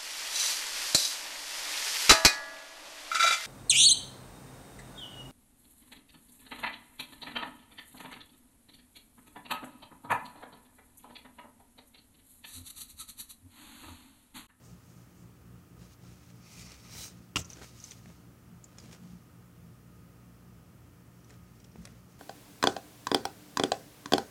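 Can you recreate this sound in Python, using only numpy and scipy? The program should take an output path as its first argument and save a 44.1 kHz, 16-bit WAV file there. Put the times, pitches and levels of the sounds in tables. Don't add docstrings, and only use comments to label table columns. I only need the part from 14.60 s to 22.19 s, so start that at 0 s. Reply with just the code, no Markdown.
import sys
import numpy as np
from scipy import signal
from scipy.fft import rfft, irfft, next_fast_len
from scipy.io import wavfile
from scipy.ndimage import uniform_filter1d, map_coordinates

SR = 44100
rng = np.random.default_rng(int(sys.argv[2]) if len(sys.argv) > 2 else 0)


def bounce(signal):
    frames = np.transpose(np.atleast_2d(signal))
    limited = np.clip(frames, -1, 1)
    pcm = np.round(limited * 32767).astype(np.int16)
    wavfile.write(sys.argv[1], SR, pcm)


N = 334719

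# peak t/s, rise/s, fall/s, relative level/dB
BRUSHES = [(.06, 0.098, 0.19, -68.5), (.4, 0.33, 0.25, -73), (1.245, 0.074, 0.093, -64),
           (1.325, 0.06, 0.04, -65), (1.48, 0.1, 0.15, -65.5), (1.69, 0.18, 0.046, -67.5),
           (2, 0.19, 0.14, -57.5), (2.33, 0.67, .2, -60.5), (2.6, 0.15, .15, -69),
           (2.915, 0.078, 0.079, -59.5), (3.035, 0.09, 0.12, -57.5), (3.29, 0.29, 0.15, -58.5),
           (3.44, 0.18, 0.3, -67.5), (4.23, 0.065, 0.13, -64), (4.33, 0.017, 0.016, -56.5),
           (4.5, 0.14, 0.17, -69.5), (6.72, .1, .1, -70), (7.02, 0.28, 0.14, -76), (7.28, 0.2, 0.2, -68),
           (7.55, 0.15, 0.093, -69.5)]
SLIDES = [(1.87, 0.086, 0.065, -62.5), (2.02, 0.12, 0.32, -58.5), (2.29, 0.11, 0.1, -61),
          (6.95, .5, 0.61, -81)]
SWISHES = [(2.39, 0.11, 0.072, -49.5), (2.44, 0.068, 0.07, -47.5)]
GLIDES = [(.06, 0.055, 0.099, -65), (.35, .2, .15, -73.5), (.6, 0.093, 0.11, -72.5), (2.01, .1, .1, -61),
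          (3.27, .12, 0.092, -59)]
CRACKLES = [(1.86, .05, 0.052, -73), (2.01, 0.1, 0.078, -61), (2.39, .12, 0.088, -59.5),
            (3.28, 0.11, 0.077, -63), (4.27, .1, .09, -70)]
# f/Hz, width/Hz, gain/dB
SLIDE_PEAKS = [(1243, 55, 3.5), (2030, 170, 1.5), (2440, 190, 2.5), (3730, 70, -2), (4280, 100, -1),
               (4640, 73, 6), (5460, 160, 6.5), (6330, 220, -3)]
SWISH_PEAKS = [(850, 140, -11), (1280, 43, -6.5), (2320, 300, -6.5), (3000, 120, -6), (4010, 190, 1.5),
               (4680, 70, -6), (4940, 160, 0), (5660, 100, 3.5), (6340, 170, 1), (7300, 100, -4),
               (8400, 320, -4)]
# f/Hz, density/dB
LEAF_SPECTRUM = [(300, -7.5), (900, -3.5), (1700, -8), (2100, -1), (3300, -3), (4000, -1.5), (4900, 0),
                 (5550, 0.5), (6400, 2), (7400, -4), (9000, -6), (12000, -10), (16000, -14)]
SWISH_SPECTRUM = [(300, -16), (2500, -12), (6000, 5.5), (9000, -2), (10500, -4), (15500, -4)]
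GLIDE_SPECTRUM = [(3000, -25), (5000, -8), (6800, -2), (8500, -8), (11000, -19), (16000, -24)]

# t/s, crack/dB, low ring/dB, high ring/dB
KNOCKS = [(2.7586, -26, -42, -30), (2.7597, -25, -58, -48), (2.7606, -29, -31, -50),
          (2.7636, -28, -38, -41), (2.76812, -26, -43, -26.5), (2.7695, -31, -58, -52),
          (2.7718, -31, -60, -54)]
# t/s, level/dB
SKIDS = [(2.7755, -44), (2.780, -39), (2.785, -38.5), (2.7918, -35.5), (2.796, -38), (2.803, -45.5),
         (2.815, -44.5)]
# t/s, relative level/dB, f/Hz
TICKS = [(2.1193, -47, 5440), (2.811, -45, 5960), (2.816, -45, 6250), (2.846, -45.5, 5870),
         (2.851, -49, 7040), (2.855, -49, 6400), (2.9018, -41.5, 6000), (2.932, -42, 6120),
         (3.2015, -45.5, 5970), (3.24, -39, 6200), (3.272, -50, 5200), (3.3097, -41.5, 6060),
         (4.0417, -44.5, 7010), (4.1842, -49, 6800), (4.1847, -50, 5300), (4.199, -50.5, 4900),
         (4.201, -56, 6900), (6.605, -65, 5700), (6.645, -60, 5900), (7.001, -56.5, 5730),
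         (7.045, -58, 5640), (7.046, -60, 3250), (7.116, -60.5, 5760)]
# t/s, relative level/dB, body offset/dB
TAPS = [(1.995, -46, -16), (2.1185, -45.5, -8), (3.029, -50, -6), (3.036, -51, -4), (3.044, -46.5, 1),
        (3.318, -43, -4), (3.458, -56, 8), (4.184, -49.5, 4), (4.348, -54, 0), (6.646, -64, -6),
        (6.695, -57, -8), (6.7, -61, 8), (6.706, -52, -1), (6.711, -59, -2), (6.74, -62, -3),
        (7.002, -60, -15), (7.043, -59, -15), (7.048, -58, -15), (7.159, -61, 8), (7.2533, -39, -4),
        (7.2548, -45, -12), (7.273, -54, 9)]
# t/s, relative level/dB
THUDS = [(1.438, -48), (3.016, -44), (3.458, -47), (7.1576, -39)]
# peak t/s, rise and fall/s, bright/dB, dull/dB
SCRAPES = [(1.228, 0.026, -62, -74), (1.5, 0.15, -68, -87), (1.635, 0.013, -62.5, -72),
           (1.704, 0.014, -63, -74), (2.117, 0.091, -58.5, -73), (2.398, 0.17, -57, -61),
           (2.92, 0.037, -58, -64), (2.969, .03, -59.5, -59), (2.997, 0.016, -57, -53),
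           (3.021, .012, -57, -46.5), (3.030, 0.018, -53.5, -54), (3.495, 0.044, -63, -63),
           (4.27, 0.28, -66.5, -63.5), (4.332, 0.021, -56, -62), (4.353, 0.017, -57, -69),
           (6.723, 0.037, -68, -60.5), (7.27, 0.17, -74.5, -62.5)]
# f/Hz, level/dB, t60/s
LOW_RING_MODES = [(302, -2, 0.055), (355, -5, .035), (430, -8, 0.04), (548, -24, .06), (635, -22, 0.052),
                  (820, -17, .035), (1050, -19, 0.03), (1145, -9, 0.05), (1255, -12, .04),
                  (1378, -8, 0.055)]
HIGH_RING_MODES = [(2427, -11, 0.03), (2535, -10, 0.03), (2735, -5, .022), (2838, 0, 0.026),
                   (3030, -15, .03), (3785, -14, 0.038), (4842, -14, 0.045), (5141, -20, .05),
                   (5660, -18, .06), (6000, -22, .08)]
BOOM_MODES = [(59, -50, .3), (85, -45, .25), (116, -52, .2), (180, -34, .11)]
TAP_MODES = [(2090, -8, .03), (3262, 2, .02), (4180, 2, .016), (5520, -1, 0.023), (6045, -11, .022),
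             (7150, 1, 0.02), (8150, -6, .016)]
THUD_MODES = [(250, -4, .025), (400, -2, .018), (720, -5, .012)]
# f/Hz, density/dB
CRACK_SPECTRUM = [(40, -10), (130, -7), (300, 4), (750, -1), (1300, 4), (1750, -12), (2250, 9), (2750, 18),
                  (3300, -2), (5500, -1), (6900, 0.5), (8000, -2), (10000, -18), (16000, -18)]
CRACK_TAIL_SPECTRUM = [(200, 6), (750, -6), (1250, 7), (1750, -14), (2700, 6), (4000, -0.5), (5500, 2),
                       (8000, -4.5), (10000, -14), (16000, -22)]
SKID_SPECTRUM = [(200, 10), (1200, -13), (2800, -8), (4500, -11), (6000, -4.5), (7400, 0), (8300, -8),
                 (9300, -16), (16000, -19)]
SNAP_SPECTRUM = [(800, 0), (2500, -11), (3500, 8), (5700, 3), (8000, 6.5), (11000, -6), (16000, -24)]
BODY_SPECTRUM = [(100, -9), (450, 3), (1000, -3.5), (1400, -1), (2050, 3), (2600, -1), (4000, -25),
                 (16000, -52)]
SCRAPE_SPECTRUM = [(60, 7), (280, 1.5), (550, 3), (1300, 1.5), (2700, 3.5), (4500, -1), (7000, 0.5),
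                   (10000, -10), (16000, -25)]
SCUFF_SPECTRUM = [(80, -1), (280, 7), (550, 2), (1150, -9), (1550, -4), (2500, -16), (6000, -25),
                  (16000, -42)]

# peak t/s, rise and fall/s, drone/dB, rumble/dB
BUMPS = [(0.133, 0.048, -58.5, -61), (1.22, 0.033, -66, -65), (2.063, 0.18, -63, -59),
         (2.388, 0.085, -56.5, -53), (3.027, 0.05, -63, -54), (3.474, 0.054, -50.5, -68),
         (3.916, 0.073, -56.5, -79), (4.28, 0.076, -51.5, -73), (4.446, 0.09, -51, -66),
         (4.538, 0.053, -51.5, -61), (5.06, 0.085, -54, -72), (7.208, 0.045, -46.5, -55)]
# f/Hz, density/dB
DRONE_SPECTRUM = [(120, -39), (160, -9), (177, 1), (192, -29.5), (225, -8), (260, -45), (400, -44),
                  (900, -120)]
RUMBLE_SPECTRUM = [(25, -38), (48, -23), (60, 10), (72, -8), (87, -1), (103, -1), (150, -45), (400, -120)]
AIR_SPECTRUM = [(25, -28), (50, -6.5), (110, 0), (220, -4.5), (330, -8.5), (470, -12.5), (630, -16),
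                (1000, -19), (1330, -16.5), (1550, -21), (2400, -24.5), (3000, -25.5), (3700, -30.5),
                (5700, -28), (9000, -30), (15500, -29)]
# f/Hz, rms level/dB
FAN_TONES = [(63.7, -75.5), (86, -70.5), (261.5, -83), (290.9, -72.5), (350, -78.5), (468, -82.5),
             (1125, -102), (1244, -77), (1836, -87)]
# f/Hz, level/dB, twin level/dB
MOTOR_TONES = [(61, -79, -83), (120.3, -60, -77), (179.3, -65.5, -79)]
# t/s, depth/dB
THROB_DEPTH = [(1.2, 3.8), (3.5, 1.4), (6, .3)]
# f/Hz, t60/s
ROOM_DECAY = [(150, 0.32), (1500, 0.44), (2800, 0.24), (6000, 0.18), (14000, 0.13)]


def rustle():
    grip = amp(1.5 * wobble(45))
    brush = strokes(BRUSHES) * friction(LEAF_SPECTRUM, catches_per_s=430, catch_db=-8.5)
    slide = strokes(SLIDES) * resonant(slips(catches_per_s=130, catch_db=-8.5), SLIDE_PEAKS)
    drag = resonant(slips(catches_per_s=760, catch_db=-17), SWISH_PEAKS)
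    sheen = friction(SWISH_SPECTRUM, catches_per_s=700, catch_db=-20)
    swish = strokes(SWISHES) * (amp(-0.5) * drag + amp(-1.5) * sheen)
    glide = strokes(GLIDES) * friction(GLIDE_SPECTRUM, catches_per_s=600, catch_db=-12)
    return grip * (brush + glide + slide + swish)


def crackle(snaps_per_s=240, spread_db=4):
    snaps = (rng.random(N) < snaps_per_s / SR) * np.sign(rng.standard_normal(N))
    snaps *= amp(spread_db * np.clip(rng.standard_normal(N), -2, 2))
    grains = signal.fftconvolve(snaps, fade(t60_s=0.004))[:N] * rng.standard_normal(N)
    return strokes(CRACKLES) * coloured(grains, LEAF_SPECTRUM)


def knock(boom_s=2.7775, skid_rise_s=0.0025, skid_fall_s=0.016):
    out = np.zeros(N)
    crack = click(CRACK_SPECTRUM)
    for t_s, crack_db, low_db, high_db in KNOCKS:
        add(out, t_s, amp(crack_db + 0.5) * crack)
        add(out, t_s, amp(crack_db - 2.5) * burst(CRACK_TAIL_SPECTRUM, t60_s=0.032))
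        add(out, t_s, amp(low_db) * ring(LOW_RING_MODES, scatter_db=1))
        add(out, t_s, amp(high_db) * ring(HIGH_RING_MODES, scatter_db=0.5))
    boom_rise = 1 - fade(t60_s=0.024)
    add(out, boom_s, boom_rise * ring(BOOM_MODES, scatter_db=11))
    jerks = strokes([(t_s, skid_rise_s, skid_fall_s, db) for t_s, db in SKIDS])
    return out + jerks * friction(SKID_SPECTRUM, catches_per_s=880, catch_db=0)


def ticks(echo_s=0.0037):
    out = np.zeros(N)
    rise = 1 - fade(t60_s=0.0036)
    for t_s, db, hz in TICKS:
        band = [(hz * 0.4, -26), (hz * 0.8, -11), (hz, 0), (hz * 1.2, -13), (hz * 1.8, -30)]
        ping = amp(db + 8) * ring([(hz, 0, 0.013)], scatter_db=0)
        noise = amp(db - 1.5) * burst(band, t60_s=0.016)
        add(out, t_s, rise * (ping + noise))
        add(out, t_s + echo_s, amp(db - 11.5) * burst(band, t60_s=0.067))
    return out


def taps():
    out = np.zeros(N)
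    snap, body = click(SNAP_SPECTRUM), click(BODY_SPECTRUM)
    for t_s, db, body_db in TAPS:
        add(out, t_s, amp(db + 1) * snap + amp(db + body_db + 3) * body)
        add(out, t_s, amp(db - 3) * burst(SNAP_SPECTRUM, t60_s=0.019))
        add(out, t_s, amp(db - 11.5) * ring(TAP_MODES, scatter_db=4))
        add(out, t_s, amp(db + body_db - 5.5) * burst(BODY_SPECTRUM, t60_s=0.035))
    return out


def thuds():
    out = np.zeros(N)
    for t_s, db in THUDS:
        add(out, t_s, amp(db) * ring(THUD_MODES, scatter_db=1))
    return out


def scrapes(judder_db=3, judder_per_s=300):
    bright, dull = paired_strokes(SCRAPES)
    judder = unit(amp(judder_db * wobble(judder_per_s)))
    grit = friction(SCRAPE_SPECTRUM, catches_per_s=900, catch_db=-2)
    scuff = friction(SCUFF_SPECTRUM, catches_per_s=540, catch_db=-6)
    return judder * (bright * grit + dull * scuff)


def bumps():
    body, deep = paired_strokes(BUMPS)
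    return body * drone(DRONE_SPECTRUM) + deep * drone(RUMBLE_SPECTRUM)


def fan(beat_hz=3.62, first_crest_s=0.098, air_throb_below_hz=1300):
    t_s = clock() - first_crest_s

    def tone(hz, db, phase_rad=0):
        return amp(db) * np.sqrt(2) * np.sin(2 * np.pi * hz * t_s + phase_rad)

    beating = sum(tone(hz, db) + tone(hz - beat_hz, twin_db) for hz, db, twin_db in MOTOR_TONES)
    hum = sum(tone(hz, db + 1.97 * wobble(3.7), 0.5 * wobble(8)) for hz, db in FAN_TONES)
    depth_db = np.interp(clock(), *np.transpose(THROB_DEPTH))
    swell = amp(depth_db * np.cos(2 * np.pi * beat_hz * t_s))
    air = amp(-59) * coloured(rng.standard_normal(N), AIR_SPECTRUM)
    low_air = filtered(air, lambda hz: np.exp(-(hz / air_throb_below_hz) ** 2))
    high_air = air - low_air
    motor = beating + amp(-63) * drone(DRONE_SPECTRUM)
    rumble = amp(-65) * drone(RUMBLE_SPECTRUM)
    return swell * motor + np.sqrt(swell) * (rumble + low_air) + hum + high_air


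def room(x):
    hz, t_s, noise = signal.stft(rng.standard_normal(SR // 2), SR, nperseg=256)
    decay = np.exp(-np.log(1000) * t_s / along(ROOM_DECAY, hz)[:, None])
    tail = signal.istft(noise * decay, SR, nperseg=256)[1]
    return signal.fftconvolve(np.pad(x, (SR // 200, 0)), tail / np.linalg.norm(tail))[:N]


def slips(catches_per_s, catch_db):
    catches = (rng.random(N) < catches_per_s / SR) * rng.standard_normal(N)
    return rng.standard_normal(N) + amp(catch_db) * unit(catches)


def friction(spectrum, catches_per_s, catch_db):
    return coloured(slips(catches_per_s, catch_db), spectrum)


def resonant(x, peaks, wander_db=2.5, wander_per_s=22):
    out = np.zeros(N)
    for k, (hz, width_hz, db) in enumerate(peaks):
        band = signal.lfilter(*signal.iirpeak(hz, hz / width_hz, fs=SR), x)
        out += (-1) ** k * amp(db + wander_db * wobble(wander_per_s)) * band
    return unit(out)


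def strokes(rows):
    t_s = np.arange(0, N, SR // 2000) / SR
    power = np.zeros(len(t_s))
    for peak_s, rise_s, fall_s, db in rows:
        width_s = np.where(t_s < peak_s, rise_s, fall_s)
        power += amp(db) ** 2 * np.exp(-(2 * (t_s - peak_s) / width_s) ** 2)
    return np.interp(clock(), t_s, np.sqrt(power))


def paired_strokes(rows):
    first = strokes([(t_s, width_s, width_s, db) for t_s, width_s, db, _ in rows])
    second = strokes([(t_s, width_s, width_s, db) for t_s, width_s, _, db in rows])
    return first, second


def click(spectrum):
    size = SR // 8 * 2
    cepstrum = irfft(np.log(amp(along(spectrum, np.fft.rfftfreq(size, 1 / SR)))))
    causal_fold = np.r_[1, np.full(size // 2 - 1, 2), 1, np.zeros(size // 2 - 1)]
    pulse = irfft(np.exp(rfft(cepstrum * causal_fold)))
    return pulse / np.abs(pulse).max()


def ring(modes, scatter_db):
    t_s = np.arange(SR // 4) / SR
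    return sum(amp(db + scatter_db * rng.normal()) * np.sin(2 * np.pi * hz * t_s) * fade(t60_s)
               for hz, db, t60_s in modes)


def burst(spectrum, t60_s):
    return coloured(rng.standard_normal(SR // 4), spectrum) * fade(t60_s)


def drone(spectrum):
    x = coloured(rng.standard_normal(N), spectrum)
    power = np.abs(uniform_filter1d(x ** 2, size=SR // 10))
    return x / np.sqrt(power + 1e-6)


def fade(t60_s):
    return np.exp(-np.log(1000) * np.arange(SR // 4) / SR / t60_s)


def wobble(knots_per_s):
    t_s = np.arange(0, N, SR // 1000) / SR
    knots = rng.standard_normal(int(N * knots_per_s / SR) + 4)
    return np.interp(clock(), t_s, map_coordinates(knots, [t_s * knots_per_s]))


def coloured(x, spectrum):
    return unit(filtered(x, lambda hz: amp(along(spectrum, hz))))


def filtered(x, response):
    size = next_fast_len(len(x) + 8192)
    return irfft(rfft(x, size) * response(np.fft.rfftfreq(size, 1 / SR)), size)[:len(x)]


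def along(points, hz):
    points_hz, values = np.transpose(points)
    return np.interp(np.log(hz + 1), np.log(points_hz + 1), values)


def add(track, t_s, sound):
    part = track[round(t_s * SR):][:len(sound)]
    part += sound[:len(part)]


def amp(db):
    return 10 ** (np.asarray(db) / 20)


def unit(x):
    return x / np.sqrt(np.mean(x ** 2) + 1e-20)


def clock():
    return np.arange(N) / SR


def scene():
    hits = knock() + ticks() + taps() + thuds()
    return (hits + amp(-21) * room(hits) + rustle() + crackle() + scrapes() + bumps() + fan())[None]


def record(dry):
    bottom_hz, top_hz = 49, 15800
    thin = signal.sosfilt(signal.butter(4, bottom_hz, "high", fs=SR, output="sos"), dry)
    return np.array([filtered(x, lambda hz: hz < top_hz) for x in thin])


dry = scene()
out = record(dry)
bounce(out)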